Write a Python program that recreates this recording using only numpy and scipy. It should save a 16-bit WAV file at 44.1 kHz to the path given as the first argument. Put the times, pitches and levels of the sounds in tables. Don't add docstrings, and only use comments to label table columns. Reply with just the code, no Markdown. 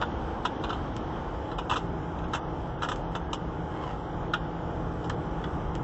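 import sys
import numpy as np
from scipy import signal
from scipy.io import wavfile
from scipy.ndimage import uniform_filter1d

SR = 44100
rng = np.random.default_rng(int(sys.argv[2]) if len(sys.argv) > 2 else 0)


def volts(x):
    e = np.asarray(x, float) / 20
    return 10 ** e


def transcribe(signal):
    frames = np.atleast_2d(signal).T
    limited = np.clip(frames, -1, 1)
    pcm = np.round(limited * 32767).astype(np.int16)
    wavfile.write(sys.argv[1], SR, pcm)


N = 257103
BLOCK = 2822

# mode_hz, width_hz, level_db
COVER_MODES = [(2595, 470, 0.5), (3116, 500, 0), (3460, 490, 0.5), (4010, 400, -3.5)]


def evened(x):
    return x / np.sqrt(np.mean(x ** 2) + 1e-20)


def peaked(x):
    return x / (abs(x).max() + 1e-12)


def read(points, hz):
    f, value = np.transpose(points)
    return np.interp(np.log(hz + 1), np.log(f + 1), value)


def add(mix, start_s, sound):
    part = mix[round(start_s * SR):][:len(sound)]
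    part += sound[:len(part)]


def resonate(x, hz, width_hz):
    return signal.lfilter(*signal.iirpeak(min(hz, SR / 2.2), hz / width_hz, SR), x)


def ring(x, modes, detune):
    out = 0
    for k, (hz, width_hz, level_db) in enumerate(modes):
        out = out + (-1) ** k * volts(level_db) * resonate(x, hz * detune, width_hz)
    return out


def draw_chance():
    return rng.standard_normal(3500), rng.random(3500), rng.standard_normal(2)


def snap(peak_db, body_db, tab_db, body_hz, t60_s, chance):
    # mode_hz, width_hz, level_db
    tab_modes = [(4750, 370, -7), (5700, 880, 4.5), (8000, 1000, 2)]
    knocks_per_s = 3200
    jolt, pick, detune = chance
    t = (np.arange(len(jolt)) + 1) / SR
    decay_s = max(t60_s, .004)
    knocks = jolt * (pick < knocks_per_s / SR)
    knocks = knocks * volts(-60 * t / decay_s) * (1 - np.exp(-t / 0.0014))

    body = resonate(resonate(knocks, body_hz, 420), body_hz, 900)
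    body += 0.19 * resonate(knocks, body_hz * 2.7, 210)
    body += 0.54 * resonate(knocks, body_hz * 0.79, 220)
    body += 0.35 * resonate(knocks, body_hz * .4, 100)

    walls = resonate(ring(knocks, COVER_MODES, 1 + .03 * detune[0]), 3200, 2400)
    walls = walls + 0.13 * resonate(knocks, 2200, 1500)

    scuff = jolt * volts(-42 * t / decay_s) * (1 - np.exp(-t / 0.0044))
    tab = resonate(ring(scuff, tab_modes, 1 + 0.083 * detune[1]), 7600, 4000)
    mixed = peaked(walls) + volts(body_db + 0.5) * peaked(body) + volts(tab_db + 7) * peaked(tab)
    return volts(peak_db) * mixed


def covers():
    # start_s, peak_db, body_db, pitch_hz
    snaps = [(0.0133, -29, 8.5, 855), (0.0195, -29.5, 11.5, 1294), (0.4505, -21.5, 5.5, 1116),
             (0.4544, -23.5, -6.5, 1320), (0.6374, -25.5, 2, 1050), (0.6919, -33, 10, 1080),
             (0.7017, -27.5, 6, 1180), (0.7262, -29.5, 2, 980), (0.7434, -42, 2, 872),
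             (1.5838, -29.5, 8.5, 950), (1.6961, -25, 5.5, 990), (1.7095, -25, 11, 960),
             (1.7331, -25.5, 4, 1340), (1.7576, -26.5, 7.5, 1280), (1.7659, -27.5, -1.5, 1270),
             (2.3328, -25, 7, 1244), (2.3462, -24.5, 0.5, 935), (2.354, -35, 11.5, 1510),
             (2.8205, -29, 8.5, 1280), (2.829, -26, 6, 1370), (2.8419, -31, 7.5, 1360),
             (2.8856, -26.5, 7.5, 1350), (2.8904, -35, 2, 1290), (2.9145, -28, 9, 1276),
             (3.1507, -29, 7, 1294), (3.3304, -21, 0, 880), (4.3345, -26.5, 12.5, 1270),
             (4.3376, -19.5, 9, 1332), (5.0969, -33, 11.5, 1344), (5.438, -32, 5.5, 1580)]
    # start_s, peak_db, body_db,
    # pitch_hz
    touches = [
        (1.5144, -38, 10, 1230),
        (2.1842, -40, -5, 945),
        (2.2384, -40.5, 6, 890),
        (5.0381, -42.5, 9, 860),
    ]
    # start_s, tab_db, rattle_t60_s, settle_db
    presses = [(0, -34, 0.046, -10.5), (.4, -20, .045, -25), (.6, -26, 0.041, -16), (1.5, -18, .045, -20),
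               (1.65, -14.5, 0.046, -11.5), (2.1, -14, 0.044, -21), (2.3, -11.5, 0.052, -16),
               (2.75, -14.5, 0.035, -12), (2.87, -12, 0.044, -12), (3.1, -12, 0.039, -10.5),
               (3.3, -10, 0.018, -15), (4.3, -24, 0.025, -26), (5, -8, .1, -20), (5.07, -19, .037, -21),
               (5.4, -26, .025, -14)]
    settle_s, settle_hz, settle_t60_s = .009, 890, .03
    settle_body_db, settle_tab_db = 6.5, 5
    out, starts = np.zeros(N), np.transpose(presses)[0]
    for start_s, peak_db, body_db, body_hz in [*snaps, *touches]:
        press = max(np.searchsorted(starts, start_s) - 1, 0)
        _, tab_db, t60_s, settle_db = presses[press]
        add(out, start_s, snap(peak_db, body_db, tab_db, body_hz, t60_s, draw_chance()))
        settling = snap(peak_db + settle_db, body_db + settle_body_db, tab_db + settle_tab_db,
                        settle_hz, settle_t60_s, draw_chance())
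        add(out, start_s + settle_s * rng.uniform(0.56, 1.6), settling)
    return out


def slide():
    # start_s, level_db, slips_hz
    strokes = [
        (3.68, -66, 1060),
        (3.712, -62.5, 1060),
        (3.84, -55.5, 1060),
        (3.928, -57.5, 920),
        (3.97, -70, 1400),
        (3.98, -66.5, 900),
    ]
    s, level_db, slips_hz = np.transpose(strokes)
    t = np.arange(s[0], s[-1], 1 / SR)
    shake = evened(uniform_filter1d(rng.standard_normal(len(t)), size=60))
    turns = np.cumsum(np.interp(t, s, slips_hz) * (1 + .07 * shake)) / SR
    released = np.diff(np.floor(turns), prepend=0) > 0
    slips = released * rng.exponential(1, len(t))
    voice = evened(ring(slips, COVER_MODES, 0.75)) + volts(13.5) * evened(resonate(slips, 1150, 255))
    return s[0], voice * volts(np.interp(t, s, level_db)) * signal.windows.tukey(len(t), .2)


def tick(peak_db, bright_db):
    click = np.eye(1, 300)[0]
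    low = peaked(resonate(click, 2300, 2500))
    high = peaked(resonate(click, 6700, 5500))
    return volts(peak_db + 1.5) * (low + volts(bright_db) * high)


def contacts():
    # start_s, peak_db, bright_db
    taps = [
        (0.966, -22, -2.5),
        (2.9605, -29, 3.5),
        (5.0974, -29.5, 10.5),
        (5.753, -23, -3),
    ]
    out = np.zeros(N)
    for start_s, *row in taps:
        add(out, start_s, tick(*row))
    return out


def cabinet(x):
    # band_hz, t60_s
    box_decay = [(500, 0.049), (1500, 0.08), (3500, .1), (8000, 0.057)]
    taps = np.zeros(8820)
    at = np.arange(60, 8800, 20) + rng.integers(0, 20, 437)
    taps[at] = rng.choice([-1., 1.], at.shape)
    hz, t, z = signal.stft(taps, SR, nperseg=128)
    decay = volts(-60 * t / read(box_decay, hz)[:, None])
    tail = signal.istft(z * decay, SR, nperseg=128)[1]
    return signal.fftconvolve(x, tail / np.linalg.norm(tail))[:N]


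def head(t):
    # time_s, place (0 leaning in, 1 drawn back), roar_db
    head_path = [
        (0, 0.033, 1),
        (1.202, 0, 0),
        (1.8, 0.86, 0),
        (2.6, 0.59, -0.5),
        (3.5, 0.9, 0),
        (4.3, 0.62, 0),
        (4.999, 1, 1),
        (5.83, 1, 1.5),
    ]
    s, place, level_db = np.transpose(head_path)
    return np.clip(np.interp(t, s, place), 0, 1), np.interp(t, s, level_db)


def wander(t, top_hz):
    f = np.geomspace(top_hz / 20, top_hz, 12)
    return evened(np.sin(2 * np.pi * (f * t[:, None] + rng.random(12))) @ f ** -.5)


def compressor():
    # shaft_multiple, near_db (leaning in), far_db (drawn back), both rms
    orders = [(4, -56, -51), (6, -50, -43), (7, -61, -61), (8, -49, -62), (10, -55, -54), (11, -50, -47),
              (12, -49, -50), (13, -57, -59), (14, -57, -51), (15, -61, -57), (16, -57, -58),
              (17, -50, -53), (18, -60, -57), (19, -54, -55), (21, -59, -73), (22, -61, -59),
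              (23, -58, -54), (24, -59, -65), (25, -63, -64), (26, -53, -52), (27, -56, -62),
              (28, -52, -52), (29, -59, -71), (30, -49, -47), (31, -61, -71), (32, -52, -51),
              (35, -69, -63)]
    shaft_hz = 28.104
    coarse, t = np.arange(0, N + 512, 256) / SR, np.arange(N) / SR
    place, out = head(coarse)[0], np.zeros(N)
    for k, near_db, far_db in orders:
        level = volts(near_db + (far_db - near_db) * place + 0.8 * wander(coarse, top_hz=1.52))
        slip = .15 * wander(coarse, top_hz=1) + 2 * np.pi * rng.random()
        phase = 2 * np.pi * round(k) * shaft_hz * t + np.interp(t, coarse, slip)
        out += np.interp(t, coarse, level) * np.sin(phase)
    return np.sqrt(2) * out


def fans():
    # band_hz, density_db (per Hz)
    near_roar = [(10, -28.5), (28, -24), (42, -1.5), (100, -5.5), (180, -9), (340, -8.5), (600, -14),
                 (850, -11), (1300, -16.5), (2400, -28.5), (4400, -35.5), (7500, -41.5)]
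    # band_hz, density_db (per Hz)
    far_roar = [(10, -27.5), (28, -15.5), (42, -6.5), (100, -5), (165, -0.5), (200, -10.5), (310, -7.5),
                (600, -13.5), (850, -14.5), (1300, -17.5), (2400, -31.5), (4400, -40.5), (7500, -42)]
    # mode_hz, width_hz, near_db, far_db
    duct_booms = [(47, 21, 2, 8), (70.4, 17, 7.5, 3.5), (125, 6.2, 0, 3.5), (142.6, 15, 3, 1.5)]
    frames, hz = N // 1024 + 5, np.fft.rfftfreq(4096, 1 / SR)[:, None]
    a, b, patches = rng.standard_normal((frames, 2049, 3)).T
    patches = uniform_filter1d(patches, size=30, axis=0)
    patches = evened(uniform_filter1d(patches, size=4, axis=1))
    place, level_db = head(np.arange(frames) * 1024 / SR)
    colour = read(near_roar, hz) * (1 - place) + read(far_roar, hz) * place
    for f, width_hz, near_db, far_db in duct_booms:
        boom_db = near_db + (far_db - near_db) * place
        colour = colour + boom_db / (1 + (2 * (hz - f) / width_hz) ** 2)
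    z = (a + 1j * b) * volts(colour + level_db + patches)
    return volts(-33.5) * evened(signal.istft(z, nperseg=4096, noverlap=3072)[1][:N])


def scene():
    hum = compressor() + fans()
    hands, ticks = covers(), contacts()
    add(hands, *slide())
    reflected = cabinet(volts(-6.5) * hands + volts(-6.5) * ticks)
    return (hum + hands + ticks + reflected)[None]


def casing(x):
    # band_hz, gain_db
    casing_gain = [(1500, -0.5), (1900, -4.5), (2300, -6), (2700, -4.5), (3100, 3.5), (3900, -6.5),
                   (4400, -10), (5200, -5.5), (6500, -8.5), (7600, -9), (8000, -11)]
    gain = np.log(volts(read(casing_gain, abs(np.fft.fftfreq(4096, 1 / SR)))))
    taps = np.fft.ifft(np.exp(np.conj(signal.hilbert(gain)))).real[:2048]
    return signal.oaconvolve(x, taps[None])[:, :N]


def shortage(share):
    drained_db, brace_db, lag_s, refill_s = 8.5, 9, 0.1, 0.16
    after = np.roll(uniform_filter1d(share, int(refill_s * SR)), int(lag_s * SR))
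    return 2 + (drained_db * after + brace_db * np.roll(share, -BLOCK)) * (1 - share)


def rounded(x, short_db, size, above_db, below_db):
    # band_hz, step_db
    camera_step = [(1200, -90), (1900, -52), (2300, -44), (3000, -48), (4000, -57), (4450, -53),
                   (5000, -56), (6000, -58), (6900, -57), (7500, -61), (7800, -56), (8100, -54)]
    n, k, shift = np.arange(2 * size), np.arange(size), (size + 1) / 2
    window = np.sqrt(2 / size) * np.sin(np.pi * (n + .5) / (2 * size))
    blocks = np.lib.stride_tricks.sliding_window_view(x, 2 * size)[::size] * window
    spectra = np.fft.fft(blocks * np.exp(-1j * np.pi * n / (2 * size)))[:, :size]
    c = (spectra * np.exp(-1j * np.pi * shift * (k + .5) / size)).real

    hz = (k + .5) * SR / (2 * size)
    band = k * 88 // size
    drift = rng.standard_normal((len(c), band[-1] + 1))
    drift = 3 * evened(uniform_filter1d(drift, 2, axis=0))[:, band]
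    treble = np.clip(hz / 2000 - 2.5, 0, 1)
    scarce = short_db[size::size][:len(c), None] * treble
    step = volts(read(camera_step, hz) + above_db + drift + scarce)
    near = uniform_filter1d(c ** 2, size // 88, axis=1)
    near = uniform_filter1d(near, BLOCK // size // 4 + 1, axis=0)
    step = np.maximum(step, volts(-below_db) * np.sqrt(abs(near)) * (hz > 1200))
    c = np.sign(c) * step * np.floor(abs(c) / step + .4)

    back = np.fft.ifft(c * np.exp(1j * np.pi * shift * k / size), 2 * size) * 2 * size
    back = (back * np.exp(1j * np.pi * (n + shift) / (2 * size))).real * window
    return (back[1:, :size] + back[:-1, size:]).ravel()


def thrifty(x):
    lead, size = 2 * BLOCK - 1544, BLOCK // 8
    x = np.pad(x[0], (lead, 3 * BLOCK))
    treble = resonate(resonate(x, 6500, 2500), 6500, 2500)
    power = uniform_filter1d(treble ** 2, size=size)
    before = np.roll(uniform_filter1d(power, size=4 * size), 3 * size)
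    hit = power > volts(2 * 10.5) * before + volts(2 * -64.0)
    count = len(x) // BLOCK
    flag = np.repeat(hit[:count * BLOCK].reshape(count, BLOCK).any(1), BLOCK)
    share = uniform_filter1d(np.pad(flag, (0, BLOCK)) * 1., size=2 * size)[:len(x)]
    long = rounded((1 - share) * x, shortage(share), size=BLOCK, above_db=1, below_db=3)
    short = rounded(share * x, shortage(share), size=size, above_db=0, below_db=7)
    return (long[lead - BLOCK:][:N] + short[lead - size:][:N])[None]


def low_pass(x):
    return signal.sosfilt(signal.butter(12, 8790, fs=SR, output="sos"), x)


def record(dry):
    edge = signal.firwin(1023, 8020, window=("kaiser", 10), fs=SR)
    mix = signal.oaconvolve(thrifty(casing(dry)), edge[None], "same")
    return low_pass(mix)


dry = scene()
out = record(dry)
transcribe(out)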